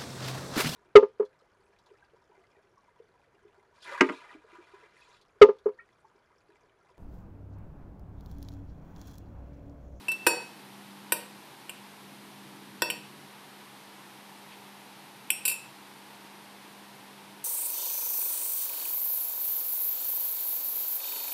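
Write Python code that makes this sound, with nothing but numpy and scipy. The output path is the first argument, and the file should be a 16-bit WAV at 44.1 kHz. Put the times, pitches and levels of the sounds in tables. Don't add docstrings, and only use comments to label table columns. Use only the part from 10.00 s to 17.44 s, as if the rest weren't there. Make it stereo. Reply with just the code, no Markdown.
import sys
import numpy as np
from scipy import signal
from scipy.fft import rfft, irfft, next_fast_len
from scipy.io import wavfile

SR = 44100
rng = np.random.default_rng(int(sys.argv[2]) if len(sys.argv) > 2 else 0)


def log_audio(samples):
    frames = np.atleast_2d(samples).T
    limited = np.clip(frames, -1, 1)
    pcm = np.round(limited * 32767).astype(np.int16)
    wavfile.write(sys.argv[1], SR, pcm)


def makeup_ratio(level_db):
    decades = np.asarray(level_db, float) / 20
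    return 10 ** decades


N = 328104
PADDED = next_fast_len(N + SR)
PORT_HALVES = np.array([[0.5], [-0.5]])


def at_hz(points, hz):
    table_hz, value = np.transpose(points)
    return np.interp(np.log(np.maximum(hz, 1)), np.log(table_hz), value)


def rms_one(x):
    return x / np.sqrt(np.mean(x ** 2) + 1e-20)


def band(x, low_hz, high_hz):
    return signal.sosfilt(signal.butter(2, [low_hz, high_hz], "band", fs=SR, output="sos"), x)


def add(out, sound, start_s):
    i = round(start_s * SR)
    out[:, i:i + sound.shape[1]] += sound[:, :N - i]


def decay(hz, t60_s, side_db, lead_rad):
    t = np.arange(int(min(t60_s, 0.8) * SR) + 2) / SR
    contact_s = 0.00062 + 0.42 / hz
    swell = 1 - np.exp(-(t / contact_s) ** 2)
    sine = np.sin(2 * np.pi * hz * t + lead_rad * PORT_HALVES)
    return makeup_ratio(-60 * t / t60_s) * swell * sine * makeup_ratio(side_db * PORT_HALVES)


# (start_s, spot struck, counter_thud_db, mug_ring_db, spoon_db)
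KNOCKS = [(.083, "tap", -35, -44, -38), (0.086, "tap", -33, -58, -38), (0.116, "tap", -35.5, -58, -35),
          (0.2656, "bottom", -12, -23, -22), (.268, "bottom", -7, -62, -23), (1.121, "held", -16, -41, -18),
          (1.694, "glance", -38, -57, -36), (2.82, "side", -14, -38, -23), (2.901, "glance", -29, -40, -25),
          (5.303, "rim", -34, -46, -12), (5.452, "rattle", -36, -39, -25), (5.456, "rattle", -38, -48, -27),
          (5.479, "rattle", -38, -37, -26), (5.496, "rattle", -40, -43, -28),
          (5.514, "rattle", -39, -47, -34)]
SPOT_WALL = {"tap": (18, 0, -9, .6), "bottom": (-15, -4, -18, 3), "held": (-5, -2, -13, .4),
             "rim": (6, -16, -2, 1.5), "rattle": (-7, -25, -21, 3), "side": (5, 4, -2, 1.1),
             "glance": (-4, -5, -20, 1)}
SPOT_RIM = {"tap": (-21, -30, -32, -12, -30), "bottom": (-9, -22, -5, -19, -15),
            "held": (-15, -3, -17, -6, -3), "rim": (-2, 11, -5, 8, -12), "rattle": (2, 5, -1, 3, -25),
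            "side": (-17, -20, -13, -17, -11), "glance": (-11, -15, -18, -30, -30)}
SPOT_SPOON = {"tap": (-12, -8, -3, .05), "bottom": (-6, -3, -3, 0.05), "held": (-5, -8, -1, 0.037),
              "rim": (-6, -20, -5, .028), "rattle": (-7, -9, 1, 0.055), "side": (-10, .1, -3, .03),
              "glance": (.1, -13, -6, 0.041)}


def contacts():
    wall, rim, steel = [], [], []
    for start_s, spot, thud_db, ring_db, spoon_db in KNOCKS:
        *shares_db, grip_t60_s = SPOT_WALL[spot]
        stem_db, bowl_db, edge_db, damping_t60_s = SPOT_SPOON[spot]
        wall.append((start_s, grip_t60_s, thud_db, ring_db, *(ring_db + np.array(shares_db))))
        rim.append((start_s, grip_t60_s, *(ring_db + np.array(SPOT_RIM[spot]))))
        parts_db = spoon_db + np.array([stem_db, bowl_db, 0, edge_db])
        steel.append((start_s, *parts_db, damping_t60_s))
    return wall, rim, steel


# (group, pitch_hz, level_db, t60_s, left_minus_right_db, left_lead_rad)
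WALL_MODES = [(0, 335, -10, .07, 3, 1.0), (0, 500, -5, .06, 4, 2.1), (0, 565, -7, .05, 3, 2.3),
              (0, 745, -6, .045, 1, 3.3), (0, 950, -1.5, .04, 0, 4.4), (0, 1515, -6, .045, -2, 5.7),
              (0, 1865, -7, .04, -2, 5.9), (1, 2563, 3, .3, -1, .1), (2, 2660, 3, .45, -1, .2),
              (3, 4490, 3, .47, -1, -2.9), (4, 5545, 3, .44, -1, .1)]
RIM_MODES = [(0, 7185, -8, .2, -5, .3), (0, 7322, 3, .25, -5, .2), (1, 8490, 0, .25, -6, .3),
             (1, 8558, -5, .45, -6, .2), (2, 9410, 2, .27, -5, .1), (2, 9680, -7, .3, -4, .8),
             (1, 10430, 0, .25, 3, .5), (1, 11150, -4, .22, 6, -.6), (3, 12090, -5, .2, 8, .6),
             (3, 12310, -4, .2, 8, -.5), (4, 13180, -2, .24, 8, .1), (4, 14350, -16, .2, 8, 1.2)]


def mug(modes, knocks):
    out = np.zeros((2, N))
    for group, hz, level_db, t60_s, side_db, lead_rad in modes:
        ring = decay(hz, t60_s, side_db, lead_rad)
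        t = np.arange(ring.shape[1]) / SR
        for start_s, grip_t60_s, *strength_db in knocks:
            gain_db = level_db + strength_db[group] - 60 * t / grip_t60_s
            add(out, makeup_ratio(gain_db) * ring, start_s)
    return out


# (low_hz, high_hz)
SPOON_BANDS = [(2420, 3050), (3500, 5900), (7500, 9900), (10200, 14400)]
# (pitch_hz, left_minus_right_db)
PORT_TILT = [(300, 3), (1000, -3), (2600, -3), (8000, -9), (9800, -5), (11000, 7), (14500, 11)]


def spoon(knocks):
    out = np.zeros((2, N))
    per_band = 14
    pitches = []
    for low_hz, high_hz in SPOON_BANDS:
        uneven = 1 + 0.012 * rng.standard_normal(per_band)
        pitches.append(np.geomspace(low_hz, high_hz, num=per_band) * uneven)
    chance = rng.standard_normal((len(knocks), len(pitches), per_band, 3))
    for (start_s, *parts_db, t60_s), drawn in zip(knocks, chance):
        for level_db, part, rows in zip(parts_db, pitches, drawn):
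            for hz, (share, turn, life) in zip(part, rows):
                lead_rad = turn * min(hz / 6000, 1.3)
                ring = decay(hz, t60_s * makeup_ratio(1.6 * life), at_hz(PORT_TILT, hz), lead_rad)
                add(out, makeup_ratio(level_db - 9 + 4.26 * share) * ring, start_s)
    return out


# (start_s, length_s, level_db)
CHATTER = [
    (5.452, 0.092, -43.5),
    (.083, 0.0446, -72),
]


def chatter():
    t, out = np.arange(N) / SR, np.zeros((2, N))
    touches_per_s = 350
    strength = np.zeros(N)
    for start_s, length_s, level_db in CHATTER:
        during = (t > start_s) * (t < start_s + length_s)
        fading = 1 - 0.69 * (t - start_s) / length_s
        strength += makeup_ratio(level_db) * during * fading
    touches = strength * (rng.random(N) < touches_per_s / SR)
    for _, hz, level_db, t60_s, side_db, lead_rad in RIM_MODES[:10] + WALL_MODES[7:9]:
        ring = decay(hz, 0.31 * t60_s, side_db, lead_rad)
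        for i in np.flatnonzero(touches):
            add(out, touches[i] * makeup_ratio(level_db) * rng.standard_normal() * ring, i / SR)
    return out


# (pitch_hz, t60_s)
ROOM_T60 = [(200, 0.45), (1000, 0.47), (4000, 0.5), (9000, 0.31), (14000, 0.15)]


def kitchen(knocks):
    room_db, first_walls_s = -9.5, 0.0013
    t = np.arange(SR // 2) / SR
    white = rng.standard_normal((2, 2, len(t)))
    edges_hz = 120 * 2 ** np.arange(0, 7.1, 0.5)
    tail = 0
    for k, (low_hz, high_hz) in enumerate(zip(edges_hz, edges_hz[1:])):
        tail = tail + band(white[k % 2], low_hz, high_hz) * makeup_ratio(-60 * t / at_hz(ROOM_T60, low_hz))
    tail = tail * (1 - np.exp(-t / first_walls_s))
    tail = tail / np.sqrt(np.sum(tail ** 2, axis=1, keepdims=True))
    return makeup_ratio(room_db) * irfft(rfft(knocks, PADDED) * rfft(tail, PADDED), PADDED)[:, :N]


# (pitch_hz, level_db)
MIC = [(40, -10), (90, -1), (5900, 1.04), (6500, -7), (7100, -1.8), (14500, 1), (15000, -10), (16500, -16)]


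def microphone(x):
    hz = np.arange(PADDED // 2 + 1) * SR / PADDED
    return irfft(rfft(x, PADDED) * makeup_ratio(at_hz(MIC, hz)), PADDED)[:, :N]


# (time_s, level_db, half_length_s)
SLOSH = [
    (4.529, -50.5, .02),
    (4.67, -57, .02),
]


def slosh():
    t = np.arange(N) / SR
    swell = sum(makeup_ratio(db) * np.exp(-((t - time_s) / half_s) ** 2) for time_s, db, half_s in SLOSH)
    return swell * rms_one(band(rng.standard_normal((2, N)), 1800, 3500)) * makeup_ratio([[-2.5], [2.5]])


# (pitch_hz, level_db)
HUM = [(100, -22), (200, 2.5), (300, -12), (400, -14.5)]


def refrigerator(hum_db):
    t = np.arange(N) / SR
    waver = np.interp(t, np.linspace(0, t[-1], num=60), rng.standard_normal(60))
    tones = sum(makeup_ratio(db) * np.sin(2 * np.pi * hz * t + 0.5 * waver * hz / 200) for hz, db in HUM)
    return makeup_ratio(hum_db) * tones * makeup_ratio([[1.4], [-1.4]])


# (pitch_hz, level_db_per_hz)
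AIR_LEFT = [(60, -96.5), (100, -84.5), (137, -65), (170, -77.5), (320, -68.5), (480, -72), (800, -64),
            (1000, -70), (1200, -72), (2000, -75.5), (4000, -76.5), (7500, -88.5), (9500, -83),
            (14000, -83.5)]
AIR_RIGHT = [(60, -100), (100, -90.5), (137, -73.5), (170, -77), (320, -70), (550, -73.5), (800, -66.5),
             (950, -66), (1200, -73.5), (2000, -74), (4000, -79.5), (7000, -88), (8800, -85),
             (14000, -93.5)]
# (pitch_hz, likeness 0 to 1)
AIR_ALIKE = [(60, 0.62), (140, 0.87), (300, 0.58), (900, .6), (2000, 0.21), (12000, 0.21)]
# (pitch_hz, left_lead_rad)
PORT_TURN = [(260, 0.035), (500, 1.59), (950, 5.15), (1400, 4.83), (3000, 6.54)]


def air(rumble_db):
    air_db, top_hz = -51.5, 13900
    hz = np.arange(PADDED // 2 + 1) * SR / PADDED
    mid, side = rfft(rng.standard_normal((2, PADDED))) * (hz < top_hz)
    alike = np.clip(at_hz(AIR_ALIKE, hz), 0, 1)
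    shared, apart = np.sqrt(1 + alike) * mid, np.sqrt(1 - alike) * side
    left = (shared + apart) * makeup_ratio(at_hz(AIR_LEFT, hz))
    right = (shared - apart) * makeup_ratio(at_hz(AIR_RIGHT, hz))
    right = right * np.exp(-1j * at_hz(PORT_TURN, hz))
    noise = rms_one(irfft(np.array([left, right]), PADDED)[:, :N])
    return makeup_ratio(air_db + 3) * (noise + makeup_ratio(rumble_db) * band(noise, 69, 430))


# (time_s, hum_db, rumble_db)
BACKGROUND = [(0.0, -58, -60.5), (0.5, -59, -62), (0.89, -53.5, -67), (1.37, -57, -63), (1.55, -72, -65),
              (1.84, -54, -72), (1.9, -62.5, -74), (2.07, -55.5, -61), (3.02, -57, -56), (3.52, -62, -73),
              (4.68, -58.5, -89), (5.22, -62, -66), (7.38, -58, -103), (7.44, -64, -74)]


def scene():
    time_s, *columns = np.transpose(BACKGROUND)
    hum_db, rumble_db = [np.interp(np.arange(N) / SR, time_s, column) for column in columns]
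    wall, rim, steel = contacts()
    knocks = mug(WALL_MODES, wall) + mug(RIM_MODES, rim) + spoon(steel) + chatter()
    near = microphone(knocks + kitchen(knocks))
    return near + slosh() + refrigerator(hum_db) + air(rumble_db + 58)


def roll_off(x):
    return signal.sosfilt(signal.butter(12, 16620, fs=SR, output="sos"), x)


def record(dry):
    mix = 1.241 * np.tanh(dry / 1.162)
    return roll_off(mix)


dry = scene()
out = record(dry)
log_audio(out)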